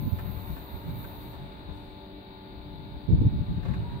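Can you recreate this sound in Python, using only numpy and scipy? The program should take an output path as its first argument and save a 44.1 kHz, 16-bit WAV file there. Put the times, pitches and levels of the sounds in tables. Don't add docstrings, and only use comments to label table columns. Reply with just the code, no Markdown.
import sys
import numpy as np
from scipy import signal
from scipy.io import wavfile
from scipy.ndimage import uniform_filter1d, map_coordinates

SR = 44100
rng = np.random.default_rng(int(sys.argv[2]) if len(sys.argv) > 2 else 0)


def generate_wav(sig):
    pcm = np.round(np.clip(np.atleast_2d(sig).T, -1, 1) * 32767).astype(np.int16)
    wavfile.write(sys.argv[1], SR, pcm)


def voltage_ratio(level):
    return 10 ** (np.asarray(level, float) / 20)


N = 176400
LAG_S = 17 / 44100


def evened(x):
    return x / np.sqrt(np.mean(x ** 2) + 1e-20)


def read(points, hz):
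    f, value = np.transpose(points)
    return np.interp(np.log(hz + 1), np.log(f + 1), value)


def curve(rows, size=1):
    return np.interp(np.arange(N) / SR, np.array(rows)[:, 0], np.array(rows)[:, size])


def slow(count, per_s):
    points = rng.standard_normal((count, 200))
    position = np.arange(N) / SR * per_s * 2
    return np.array([evened(map_coordinates(p, [position], order=3, mode="wrap")) for p in points])


def noise(colour, same, patchy_db, size=1024):
    # f/Hz, phase/rad
    phase_back = [(400, 1.13), (900, 1.1), (1300, 0.01)]
    hop = size // 4
    hz = np.fft.rfftfreq(size, 1 / SR)[:, None]
    a, b, c, d, patches = rng.standard_normal((N // hop + 5, len(hz), 5)).T
    patches = uniform_filter1d(patches, size=8, axis=0)
    patches = evened(uniform_filter1d(patches, size=8, axis=1))
    like = np.clip(same, -1, 1)
    common = a + 1j * b
    lead = read(phase_back, hz) * np.minimum(hz / phase_back[0][0], 1)
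    left = common * np.exp(1j * (lead - 2 * np.pi * hz * LAG_S))
    right = like * common + np.sqrt(1 - like ** 2) * (c + 1j * d)
    z = np.array([left, right]) * voltage_ratio(colour(hz) + patchy_db * patches)
    return evened(signal.istft(z, nperseg=size, noverlap=size - hop)[1][:, :N])


def coloured(points):
    return lambda hz: read(points, hz) - 80 * ((hz < points[0][0]) | (hz > points[-1][0]))


def sides(db):
    return voltage_ratio(np.array([db / 2, -db / 2]))


def tone(hz, db, lead=None):
    turns = np.cumsum(hz) / SR + rng.random()
    lead = -hz * LAG_S if lead is None else lead / (2 * np.pi)
    return np.sqrt(2) * voltage_ratio(db) * np.sin(2 * np.pi * np.array([turns + lead, turns]))


def roof_motor():
    # t/s, f/Hz
    speed = [(0, 341), (.05, 338.1), (.09, 336.5), (.27, 341.3), (.45, 345.1), (.56, 346.8), (.61, 341),
             (.67, 318.6), (.71, 313.2), (.77, 310.4), (.87, 309.2), (1.03, 308.2), (1.29, 308.1),
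             (1.36, 306)]
    # t/s, relative level/dB
    whine = [(0, -47.5), (.2, -51), (.3, -49.5), (.55, -49.5), (.63, -48.5), (.72, -51), (.85, -58.5),
             (1, -50), (1.33, -56.5), (1.37, -62), (1.45, -69), (1.55, -110)]
    # f/Hz, relative level/dB
    casing = [(11000, -30), (12200, -20), (12600, -7), (13000, -5), (13400, -6), (14000, 0), (14600, 0),
              (15200, -5), (15800, -18)]
    # f/Hz, relative level/dB
    brush = [(6470, -59), (11000, -23), (11900, -15), (12400, -13), (12500, -9.5), (14200, 6), (15000, 2),
             (15900, -13)]
    # t/s, relative level/dB
    third = [(0, -57), (.17, -58), (.25, -65), (.6, -62), (.68, -56), (.9, -57), (1.33, -58), (1.38, -90)]
    hz = curve(speed)
    orders = np.arange(35, 52)
    waver = slow(count=len(orders), per_s=5.)
    lines = 0
    for k, w in zip(orders, waver):
        strong_db = 5 * (k == 42)
        lines = lines + tone(k * hz, coloured(casing)(k * hz) + 2.5 * w + strong_db)
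    blur_db = .06 * uniform_filter1d(abs(np.gradient(hz)) * SR, size=2000)
    running = np.clip((1.345 - np.arange(N) / SR) / .02, 0, 1)
    top = voltage_ratio(-3 - blur_db) * running * evened(lines)
    top = top + voltage_ratio(-6.5) * noise(coloured(brush), .4, 1.2)
    low = tone(3 * hz, curve(third) - 3, -.5) + tone(4 * hz, curve(third) - 9)
    return voltage_ratio(curve(whine)) * sides(-3.5)[:, None] * top + sides(5.)[:, None] * low


def panel():
    # t/s, level/dB
    rub = [(0.0, -74.5), (0.13, -73.5), (0.2, -68), (0.22, -75), (0.54, -67), (0.69, -73), (1.25, -70.5),
           (1.68, -79.5), (1.76, -73), (2.16, -84.5), (3.61, -77.5), (3.71, -75), (3.99, -76), (4.0, -79)]
    # f/Hz, relative level/dB
    rub_colour = [(2940, -38.5), (5000, -5), (5700, -12.5), (6730, -6), (7430, -14), (8260, -1.5),
                  (10900, -12.5), (12000, 0), (15600, -32.5), (22000, -120)]
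    # t/s, relative level/dB
    rumble = [(0.0, -58), (0.24, -53), (1.7, -56), (2.31, -85), (3.24, -61), (3.61, -58), (3.81, -52.5),
              (4.0, -57)]
    # f/Hz, relative level/dB
    rumble_colour = [(200, -40), (400, -2), (1000, -5.5), (2000, -13.5), (3000, -18.5)]
    rubbing = voltage_ratio(curve(rub)) * noise(coloured(rub_colour), 0.23, 1.5, size=512)
    rumbling = voltage_ratio(curve(rumble) + 0.5) * noise(coloured(rumble_colour), 0.42, 1.5, size=512)
    return rubbing + rumbling


def knocks():
    # t/s, upper ring relative level/dB, low body relative level/dB, tick level/dB, burst t60/s
    blows = [(.184, -39, -41, -70, .11), (.563, -43, -38, -76, .09), (.89, -47, -52, -66, .05),
             (1.012, -47, -50, -74, .05), (1.04, -41, -40, -62, .07), (1.232, -50, -54, -72, .05),
             (1.33, -50, -42, -76, .16), (3.628, -47, -43, -86, .14), (3.65, -44, -38, -84, .16),
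             (3.68, -47, -40, -82, .12), (3.708, -48, -43, -80, .1), (3.735, -41, -43, -72, .11)]
    # f/Hz, relative level/dB, t60/s
    modes = [(300, 1, .04), (390, 0, .04), (520, -3, .03), (700, -3, .03), (950, 1, .03), (1100, 0, .03),
             (1330, -2, .025), (1550, 0, .035), (1760, -3, .035), (2050, -8, .025), (2400, -10, .02)]
    # f/Hz, relative level/dB
    tick_colour = [(4500, -32), (6500, -4), (10000, -4), (14000, -23)]
    t = np.arange(8000) / SR
    env = np.zeros((3, N + 8000))
    for s, ring_db, low_db, tick_db, t60 in blows:
        shape = np.minimum(t / .005, 1) * voltage_ratio(-60 * t / max(t60, .01))
        env[:, round(s * SR):][:, :8000] += voltage_ratio(np.array([[ring_db], [low_db], [tick_db]])) * shape
    scrape = noise(lambda hz: 0 * hz, .3, .5, size=512)
    out = env[2, :N] * noise(coloured(tick_colour), 0.57, 0.93, size=512)
    for e, upper in zip(env, (True, False)):
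        ring = sum(voltage_ratio(db - 60 * t / t60) * np.sin(2 * np.pi * hz * t)
                   for hz, db, t60 in modes if (hz > 800) == upper)
        ring = ring[None] / np.linalg.norm(ring)
        out = out + signal.oaconvolve(e[:N] * scrape, ring, axes=1)[:, :N]
    return out


def second_motor():
    # t/s, f/Hz, level/dB, both before the shaking
    run_up = [(3.66, 820, -80), (3.72, 890, -64), (3.8, 930, -60), (3.87, 950, -54), (4, 960, -52)]
    shake, waver = slow(count=2, per_s=25.)
    hz = curve(run_up) * (1 + .006 * shake)
    started = np.arange(N) > run_up[0][0] * SR
    return tone(hz, curve(run_up, size=2) + 2.8 * waver, -0.58) * started


def wind():
    # t/s, relative level/dB, left minus right/dB
    swell = [(0.0, -37, 6.5), (0.04, -32, 7), (0.08, -30, -14), (0.11, -48, -12.0), (0.13, -29.5, -19),
             (0.18, -40, 13), (0.24, -36.5, 1.5), (0.29, -41.5, 14), (0.43, -46, 13), (0.47, -45, 2.5),
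             (0.5, -35, 8.5), (0.53, -41, 7), (0.62, -48, 5), (0.69, -52, -1), (0.75, -40, -14.5),
             (0.81, -50.5, 2.5), (0.88, -33, -3), (1.0, -40, -4), (1.06, -46, -10), (1.14, -48, 11),
             (1.19, -50.5, -6), (1.39, -44.5, 0.5), (1.65, -53, -4), (1.7, -42, 14), (1.74, -48, -3),
             (2.22, -65, 1), (2.85, -44, 8), (2.91, -51, -13), (2.97, -35.5, 8.5), (3.01, -58, 4),
             (3.05, -46, 16), (3.07, -54, -2), (3.09, -32, -22.5), (3.14, -15.5, 8.5), (3.17, -25.5, -8),
             (3.21, -19, 7.0), (3.24, -28, -6), (3.27, -15, -0.5), (3.3, -39.5, -10), (3.33, -28, 4),
             (3.38, -33.5, -5), (3.42, -26, 7.5), (3.45, -41, 0.5), (3.51, -26.5, -5), (3.53, -36.5, -9),
             (3.55, -33, -1), (3.58, -28.5, 5.5), (3.62, -41, 15.5), (3.64, -35, 3.5), (3.71, -29, 14),
             (3.75, -36, 2), (3.8, -28.5, -5), (3.85, -36, -1), (3.89, -35.5, 3.5), (3.95, -36.5, -6),
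             (4.0, -43, 7.5)]
    # f/Hz, relative level/dB
    low_colour = [(20, -11), (45, -3), (70, -2), (100, 0), (140, -6), (170, -6), (240, -20), (400, -36),
                  (600, -60)]
    # t/s, level before smoothing/dB, left minus right/dB
    gusts = [
        [(0.02, -64, -1), (0.032, -49, 3.0), (0.046, -60, -2.0), (0.07, -43, -16), (0.08, -58, -5),
         (0.09, -60, -5), (0.102, -61, -3.0), (0.122, -48, -5.0), (0.156, -59, -1), (0.16, -58, 3.5)],
        [(3.07, -63, -8), (3.086, -34.5, -16.5), (3.146, -37, 3), (3.186, -59, 3), (3.218, -30, -14),
         (3.232, -38, -15), (3.262, -35.5, -8), (3.31, -75, -1.0)],
    ]
    # f/Hz, relative level/dB
    gust_colour = [(150, -20), (220, 0), (350, -6), (500, -15), (620, -30), (800, -60)]
    t = np.arange(N) / SR
    half = np.array([[.5], [-.5]])
    db = curve(swell) + half * curve(swell, size=2) + 2.64
    low = noise(coloured(low_colour), 0.15, 2.4, size=2048)
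    low = evened(low / uniform_filter1d(low ** 2, size=1600, axis=1) ** .35)
    hard = 0
    for g in gusts:
        blowing = (t > g[0][0]) * (t < g[-1][0])
        hard = hard + voltage_ratio(curve(g) + half * curve(g, size=2)) * blowing
    high = uniform_filter1d(hard, size=200, axis=1) * noise(coloured(gust_colour), 0.03, 0.4)
    return voltage_ratio(db + 1.48 * slow(count=2, per_s=18.)) * low + high


def hum():
    # f/Hz, level/dB, left minus right/dB, phase lead of the left port/rad
    lines = [(191.5, -57, 0, 0), (296.1, -55, 6, .3), (383.6, -56.5, 2, -.2), (432, -68, 1, -1.1),
             (531.6, -65, 6, 2.6), (580.1, -60, 0, -1.4), (623.1, -74, 2, -.1), (671.6, -66, -1, -1.4),
             (720, -70, -5, -.5), (768.5, -70, 3, .4), (864, -57.5, 2, -1.1), (912.5, -65.5, 8, -.5),
             (1013.4, -69, 8, -2.2), (1152, -74, 6, 2.6), (1187, -73, 12, 2.4), (1391.6, -77, 0, 1.3),
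             (1440, -72, 6, 2.7), (1488.5, -72, 5, 2.8), (1584, -78, 2, 2.9), (2102.2, -85, -10, -.7),
             (2308.1, -76, -12, 1.3), (2656.7, -85, 4, .7), (2921.8, -84, 6, 3)]
    restless = {296.1: 2.5, 912.5: 4, 2308.1: 3.5, 1013.4: 3}
    waver = slow(count=len(lines), per_s=6.)
    drift = slow(count=len(lines), per_s=2.014)
    out = 0
    for (hz, db, pan, lead), w, d in zip(lines, waver, drift):
        line = tone(hz * (1 + .0007 * d), db + restless.get(hz, 1.5) * w, lead)
        out = out + sides(pan)[:, None] * line
    return out


def wash():
    # f/Hz, relative level per Hz/dB
    air = [(18, -32), (40, 7), (60, 2), (170, -7), (232, -4), (300, -6.5), (400, -10), (500, -17),
           (800, -18.5), (950, -19), (1280, -28), (1500, -24.5), (2300, -24.5), (2900, -26.5),
           (3300, -25.5), (3750, -15.5), (4200, -24), (4650, -29.5), (5200, -57.5), (6860, -72),
           (11000, -50.5), (15900, -37)]
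    # f/Hz, left minus right/dB
    lean = [(60, 6), (99, -1), (160, -4), (270, 1.5), (450, 3), (740, -2.5), (1220, 12.5), (2010, -2.5),
            (3330, 4.5), (5500, 19), (9080, 9.5), (15000, 7.5)]
    # f/Hz, likeness (0 to 1)
    likeness = [(60, 0.75), (120, 1), (170, 1), (400, 0.98), (520, 0.25), (850, 0.95), (1300, 0.13),
                (1800, 0.19), (2700, 0.23), (4000, 0.11), (15000, .12)]
    half = np.array([.5, -.5])[:, None, None]
    same = read(likeness, np.fft.rfftfreq(2048, 1 / SR)[:, None])
    return voltage_ratio(-45.5) * noise(lambda hz: read(air, hz) + half * read(lean, hz), same, 0.92, size=2048)


def scene():
    return roof_motor() + panel() + knocks() + second_motor() + wind() + hum() + wash()


def roll_off(x):
    return signal.sosfilt(signal.butter(12, 16210, fs=SR, output="sos"), x)


def record(dry):
    low_cut = signal.butter(2, 45, "high", fs=SR, output="sos")
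    band_limit = signal.firwin(1023, 15790, window=("kaiser", 9), fs=SR)
    mix = signal.sosfilt(low_cut, dry)
    mix = signal.oaconvolve(mix, band_limit[None], "same")
    return roll_off(mix)


dry = scene()
out = record(dry)
generate_wav(out)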